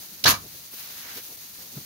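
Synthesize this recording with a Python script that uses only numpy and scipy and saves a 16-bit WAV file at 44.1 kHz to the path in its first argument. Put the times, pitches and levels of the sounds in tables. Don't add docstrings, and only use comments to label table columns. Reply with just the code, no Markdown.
import sys
import numpy as np
from scipy import signal
from scipy.fft import rfft, irfft
from scipy.io import wavfile
from scipy.ndimage import uniform_filter1d

SR = 44100
rng = np.random.default_rng(int(sys.argv[2]) if len(sys.argv) > 2 else 0)


def elevation(decibels):
    levels = np.asarray(decibels, float)
    return 10 ** (levels / 20)


def file_out(sig):
    cols = np.atleast_2d(sig).T
    lim = np.clip(cols, -1, 1)
    pcm = np.round(lim * 32767).astype(np.int16)
    wavfile.write(sys.argv[1], SR, pcm)


N = 81585
T = np.arange(N) / SR
HZ = np.fft.rfftfreq(N, 1 / SR)


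def evened(x):
    return x / np.sqrt(np.mean(x ** 2) + 1e-20)


def read(points, hz=HZ):
    point_hz, value = np.transpose(points)
    return np.interp(np.log(hz + 1), np.log(point_hz + 1), value)


def colour(x, points):
    return irfft(rfft(x) * elevation(read(points)), N)


# (pitch [Hz], likeness [0-1])
LIKENESS = [(60, 1), (180, 0.87), (550, 0.46), (1650, 0.044), (4970, 0.056), (15000, 0.01)]


def pair(x):
    left, other = rfft(x[0]), rfft(x[1])
    same = np.clip(read(LIKENESS), 0, 1)
    right = same * left + np.sqrt(1 - same ** 2) * other
    return irfft(np.array([left, right]), N)


def noise_pair():
    return pair(rng.standard_normal((2, N)))


def air(tone, flutter_db, flutter_s):
    wobble = evened(uniform_filter1d(rng.standard_normal(N), max(round(flutter_s * SR), 1)))
    return evened(colour(noise_pair(), tone) * elevation(flutter_db * wobble))


def burst(start, rise, hold, t60, sag_db=0):
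    t = T - start
    attack = np.clip(t / rise, 0, 1) ** 2
    sag = sag_db * np.clip((t - rise) / (hold + 1e-9), 0, 1)
    fall = 60 * np.clip(t - rise - hold, 0, 2) / t60
    return attack * elevation(sag - fall)


def bell(centre, length):
    return np.exp(-.5 * ((T - centre) / length) ** 2)


def resonate(x, hz, width):
    r = np.exp(-np.pi * width / SR)
    turn = 2 * np.pi * hz / SR
    return signal.lfilter([1 - r * r], [1, -2 * r * np.cos(turn), r * r], x) * np.sin(turn)


def thud(start, db, hz, t60):
    t = np.maximum(T - start, 0)
    return -elevation(db - 60 * t / t60) * np.sin(2 * np.pi * hz * t) * np.minimum(t * hz * 2, 1)


def shot():
    hits = blow() + board() + chamber()
    return valve() + exhaust() + hits + snaps() + rattle()


BLOW_S = .2545


def blow():
    return thud(BLOW_S, -4, hz=700, t60=.0045)


# (time [s], level [dB])
SNAPS = [
    (.2588, -4),
    (.2678, -8),
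    (.2762, 2),
]


def snaps():
    return sum(-thud(s, db, hz=2000, t60=.002) for s, db in SNAPS)


# (pitch [Hz], width [Hz], level [dB])
BODY = [(350, 21, -20), (766, 17, 3), (900, 33, -8), (1135, 60, 1), (1277, 38, -3), (1726, 120, 11.5),
        (2316, 33, 5), (3020, 200, 0), (4055, 120, 2.5), (4387, 89, 8.5), (4750, 120, 4), (5550, 400, 2),
        (6460, 180, -5.5), (8850, 80, -12)]
# (pitch [Hz], level [dB])
CRACK = [(100, -31), (600, -28), (1000, 9), (2000, 4), (4500, 11), (6500, 0), (7500, 2), (12000, -20)]
RATTLE_S, RATTLE_DB, CLICKS_PER_S = .2532, -18.5, 4000
RETURN_S, RETURN_DB = .334, -15.5


def rattle():
    sizes = elevation(2.5 * np.minimum(rng.exponential(1, N), 2))
    hit = rng.random(N) < CLICKS_PER_S / SR
    clicks = pair(rng.standard_normal((2, N)) * (0.69 + hit * sizes))
    firing = burst(RATTLE_S, rise=.0045, hold=.014, t60=0.097)
    landing = elevation(RETURN_DB) * burst(RETURN_S, rise=0.0061, hold=0.002, t60=0.066)
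    clicks = clicks * (firing + landing)
    body = sum(elevation(db) * resonate(clicks, hz, width) / np.sqrt(width / SR) for hz, width, db in BODY)
    crack = colour(clicks, CRACK) * np.clip((T - RATTLE_S) / .001, 0, 1)
    return elevation(RATTLE_DB) * (0.16 * body + elevation(-2) * crack)


# (pitch [Hz], level [dB])
VALVE_TONE = [(200, -17), (1800, -9), (3200, 3), (4800, 5), (6500, -4), (9000, -14), (11500, -5.5),
              (15000, -19)]


def valve():
    puff = air(VALVE_TONE, flutter_db=1.4, flutter_s=.001)
    return elevation(-18) * puff * burst(.2378, rise=.003, hold=0.0048, t60=0.023)


# (pitch [Hz], level [dB])
EXHAUST_TONE = [(150, -11), (600, -8), (1100, 0.5), (2300, 4), (4500, 2), (8500, -3), (11500, -1),
                (15500, -9.5)]
EXHAUST_S = 0.2645


def exhaust():
    rush = air(EXHAUST_TONE, flutter_db=2.0, flutter_s=0.00071)
    return elevation(-16) * rush * burst(EXHAUST_S, rise=0.016, hold=0.037, t60=.06, sag_db=-4.5)


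CHAMBER_HZ, CHAMBER_END_HZ, CHAMBER_WIDTH_HZ, CHAMBER_DB = 1173, 1170, 250, -24


def chamber():
    early, late = [evened(resonate(rng.standard_normal((2, N)), hz, CHAMBER_WIDTH_HZ))
                   for hz in (CHAMBER_HZ, CHAMBER_END_HZ)]
    fade = np.clip((T - .33) / 0.071, 0, 1) * np.pi / 2
    hum = np.cos(fade) * early + np.sin(fade) * late
    return elevation(CHAMBER_DB) * hum * burst(EXHAUST_S, rise=0.022, hold=0.016, t60=0.22)


# (pitch [Hz], width [Hz], level [dB], time to fall 60 dB [s])
BOARD = [
    (61, 22, -63, 0.97),
    (95, 6.9, -34, 0.41),
    (135, 50, -45.5, 1),
    (300, 136, -30.5, 0.15),
]


def board():
    shake = noise_pair()
    return sum(elevation(db) * evened(resonate(shake, hz, width)) * burst(BLOW_S, .025, 0.0089, t60)
               for hz, width, db, t60 in BOARD)


# (time [s], level [dB], centre pitch [Hz], length [s])
SHUFFLES = [(0.245, -43.5, 203, 0.01), (0.329, -41.5, 130, 0.0092), (0.386, -51, 150, 0.021),
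            (0.453, -48, 257, .015), (.55, -51.5, 201, 0.01), (0.584, -64, 450, .02),
            (0.736, -49.5, 750, .0025), (0.74, -46.5, 170, 0.0046), (0.905, -57.5, 510, .03),
            (1.061, -50, 300, 0.0074), (1.178, -47.5, 270, 0.019), (1.309, -52, 367, 0.017),
            (1.62, -58, 350, 0.043), (1.76, -50, 145, 0.027), (1.779, -50, 695, 0.0073),
            (1.808, -52, 171, 0.011)]
# (time [s], level [dB], pitch [Hz], length [s])
HUM = [
    (0.16, -54.5, 180, 0.043),
    (.5, -58.5, 140, 0.049),
]
# (time [s], level [dB], pitch [Hz], length [s])
KNOCKS = [
    (1.7733, -28, 165, .0035),
    (1.7803, -35, 260, .0018),
    (1.7878, -35, 165, .0035),
]


def knocks():
    shake, out = noise_pair(), np.zeros((2, N))
    for s, db, hz, length in SHUFFLES:
        bump = colour(shake, [(hz / 4, -14), (hz / 1.3, 0), (hz * 1.48, 0), (hz * 3, -8), (hz * 6, -35)])
        out += elevation(db) * evened(bump) * bell(s, length)
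    for s, db, hz, length in HUM:
        out += elevation(db) * evened(resonate(shake, hz, 31)) * bell(s, length)
    for s, db, hz, length in KNOCKS:
        out += elevation(db) * np.sin(2 * np.pi * hz * (T - s)) * bell(s, length)
    return out


# (time [s], level [dB], brightness [dB])
DRAG = [(.69, -59, 0), (.735, -45, 8.5), (.76, -43.5, 3), (.8, -40.5, 2.5), (.85, -42, 1), (.93, -44, -0.5),
        (1.0, -43, -0.5), (1.06, -43.5, -4), (1.13, -42, -4.5), (1.155, -39.5, 0.5), (1.176, -36.5, -1),
        (1.2, -43.5, -1.5), (1.225, -46.5, 3), (1.27, -52, 12), (1.35, -59.5, 20), (1.38, -65, -5)]
# (pitch [Hz], level [dB])
DRAG_TONE = [(200, -11), (700, -5.5), (1700, 1.5), (2600, 1), (4500, 2.5), (7000, -4), (12000, -3)]


def drag():
    t, db, bright_db = np.transpose(DRAG)
    rub = air(DRAG_TONE, flutter_db=.9, flutter_s=0.0077)
    tilt_db = np.interp(T, t, bright_db)
    low = colour(rub, [(2200, 1), (4500, -31)])
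    top = colour(rub, [(6000, -21), (9000, 2)])
    tilted = rub + low * (elevation(-tilt_db) - 1) + top * (elevation(.7 * tilt_db) - 1)
    return tilted * elevation(np.interp(T, t, db, -120, -120))


# (pitch [Hz], level per Hz [dB])
LEAK_TONE = [(70, 2), (200, 3), (450, -4), (1100, -5), (3300, -1.5), (4400, 4), (5200, 0), (12000, -1.5)]
# (time [s], level [dB])
LEAK_LEVEL = [(0, -42.5), (.2, -43.5), (.5, -44), (.7, -44), (1.3, -43), (1.5, -43), (1.85, -42.5)]
DROPOUT_S, DROPOUT_DB, DROPOUT_BACK_S = 1.363, -23, 0.003


def leak():
    t, db = np.transpose(LEAK_LEVEL)
    recovery = np.exp(-np.maximum(T - DROPOUT_S, 0) / DROPOUT_BACK_S)
    gap = DROPOUT_DB * (T > DROPOUT_S) * recovery
    return air(LEAK_TONE, flutter_db=1.0, flutter_s=.03) * elevation(np.interp(T, t, db) + gap)


# (pitch [Hz], time to fall 60 dB [s])
SHOP = [(100, 0.26), (500, 0.13), (1200, 0.13), (4000, 0.18), (12000, 0.15)]


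def shop(x):
    taps = np.zeros((2, SR // 2))
    at = np.arange(200, SR // 2 - 20, 20) + rng.integers(0, 20, (2, (SR // 2 - 201) // 20))
    np.put_along_axis(taps, at, rng.choice([-1., 1.], at.shape), 1)
    hz, t, z = signal.stft(taps, SR, nperseg=256)
    decay = elevation(-60 * t / read(SHOP, hz)[:, None])
    tail = signal.istft(z * decay, SR, nperseg=256)[1]
    wet = signal.fftconvolve(x, tail / np.linalg.norm(tail[0]), axes=1)[:, :N]
    return pair(wet)


def scene():
    near, bumps = shot(), knocks()
    echo = elevation(-9) * shop(near + elevation(-10) * bumps)
    return near + bumps + echo + leak() + drag()


def low_pass(x):
    return signal.sosfilt(signal.butter(12, 16860, fs=SR, output="sos"), x)


# (pitch [Hz], level [dB])
LEAN = [(200, 0.5), (1300, -1), (4400, 0), (7000, -16), (8500, 21), (11000, 5.5), (15000, 3.5)]
# (pitch [Hz], level [dB])
MIC = [(25, -17), (75, -1.5), (6700, 0.5), (7100, -7), (8400, -6), (10150, -17.5), (10450, 4), (15700, 5.5)]
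# (pitch [Hz], level [dB])
EDGE = [(15760, 0), (15900, -42), (16500, -44), (16800, -60)]
LIMIT = 0.97


def record(dry):
    lean = read(LEAN) / 2
    x = irfft(rfft(dry) * elevation(np.array([lean, -lean])), N)
    x = x / (1 + (abs(x) / LIMIT) ** 4) ** .25
    mix = colour(colour(x, MIC), EDGE)
    return low_pass(mix)


dry = scene()
out = record(dry)
file_out(out)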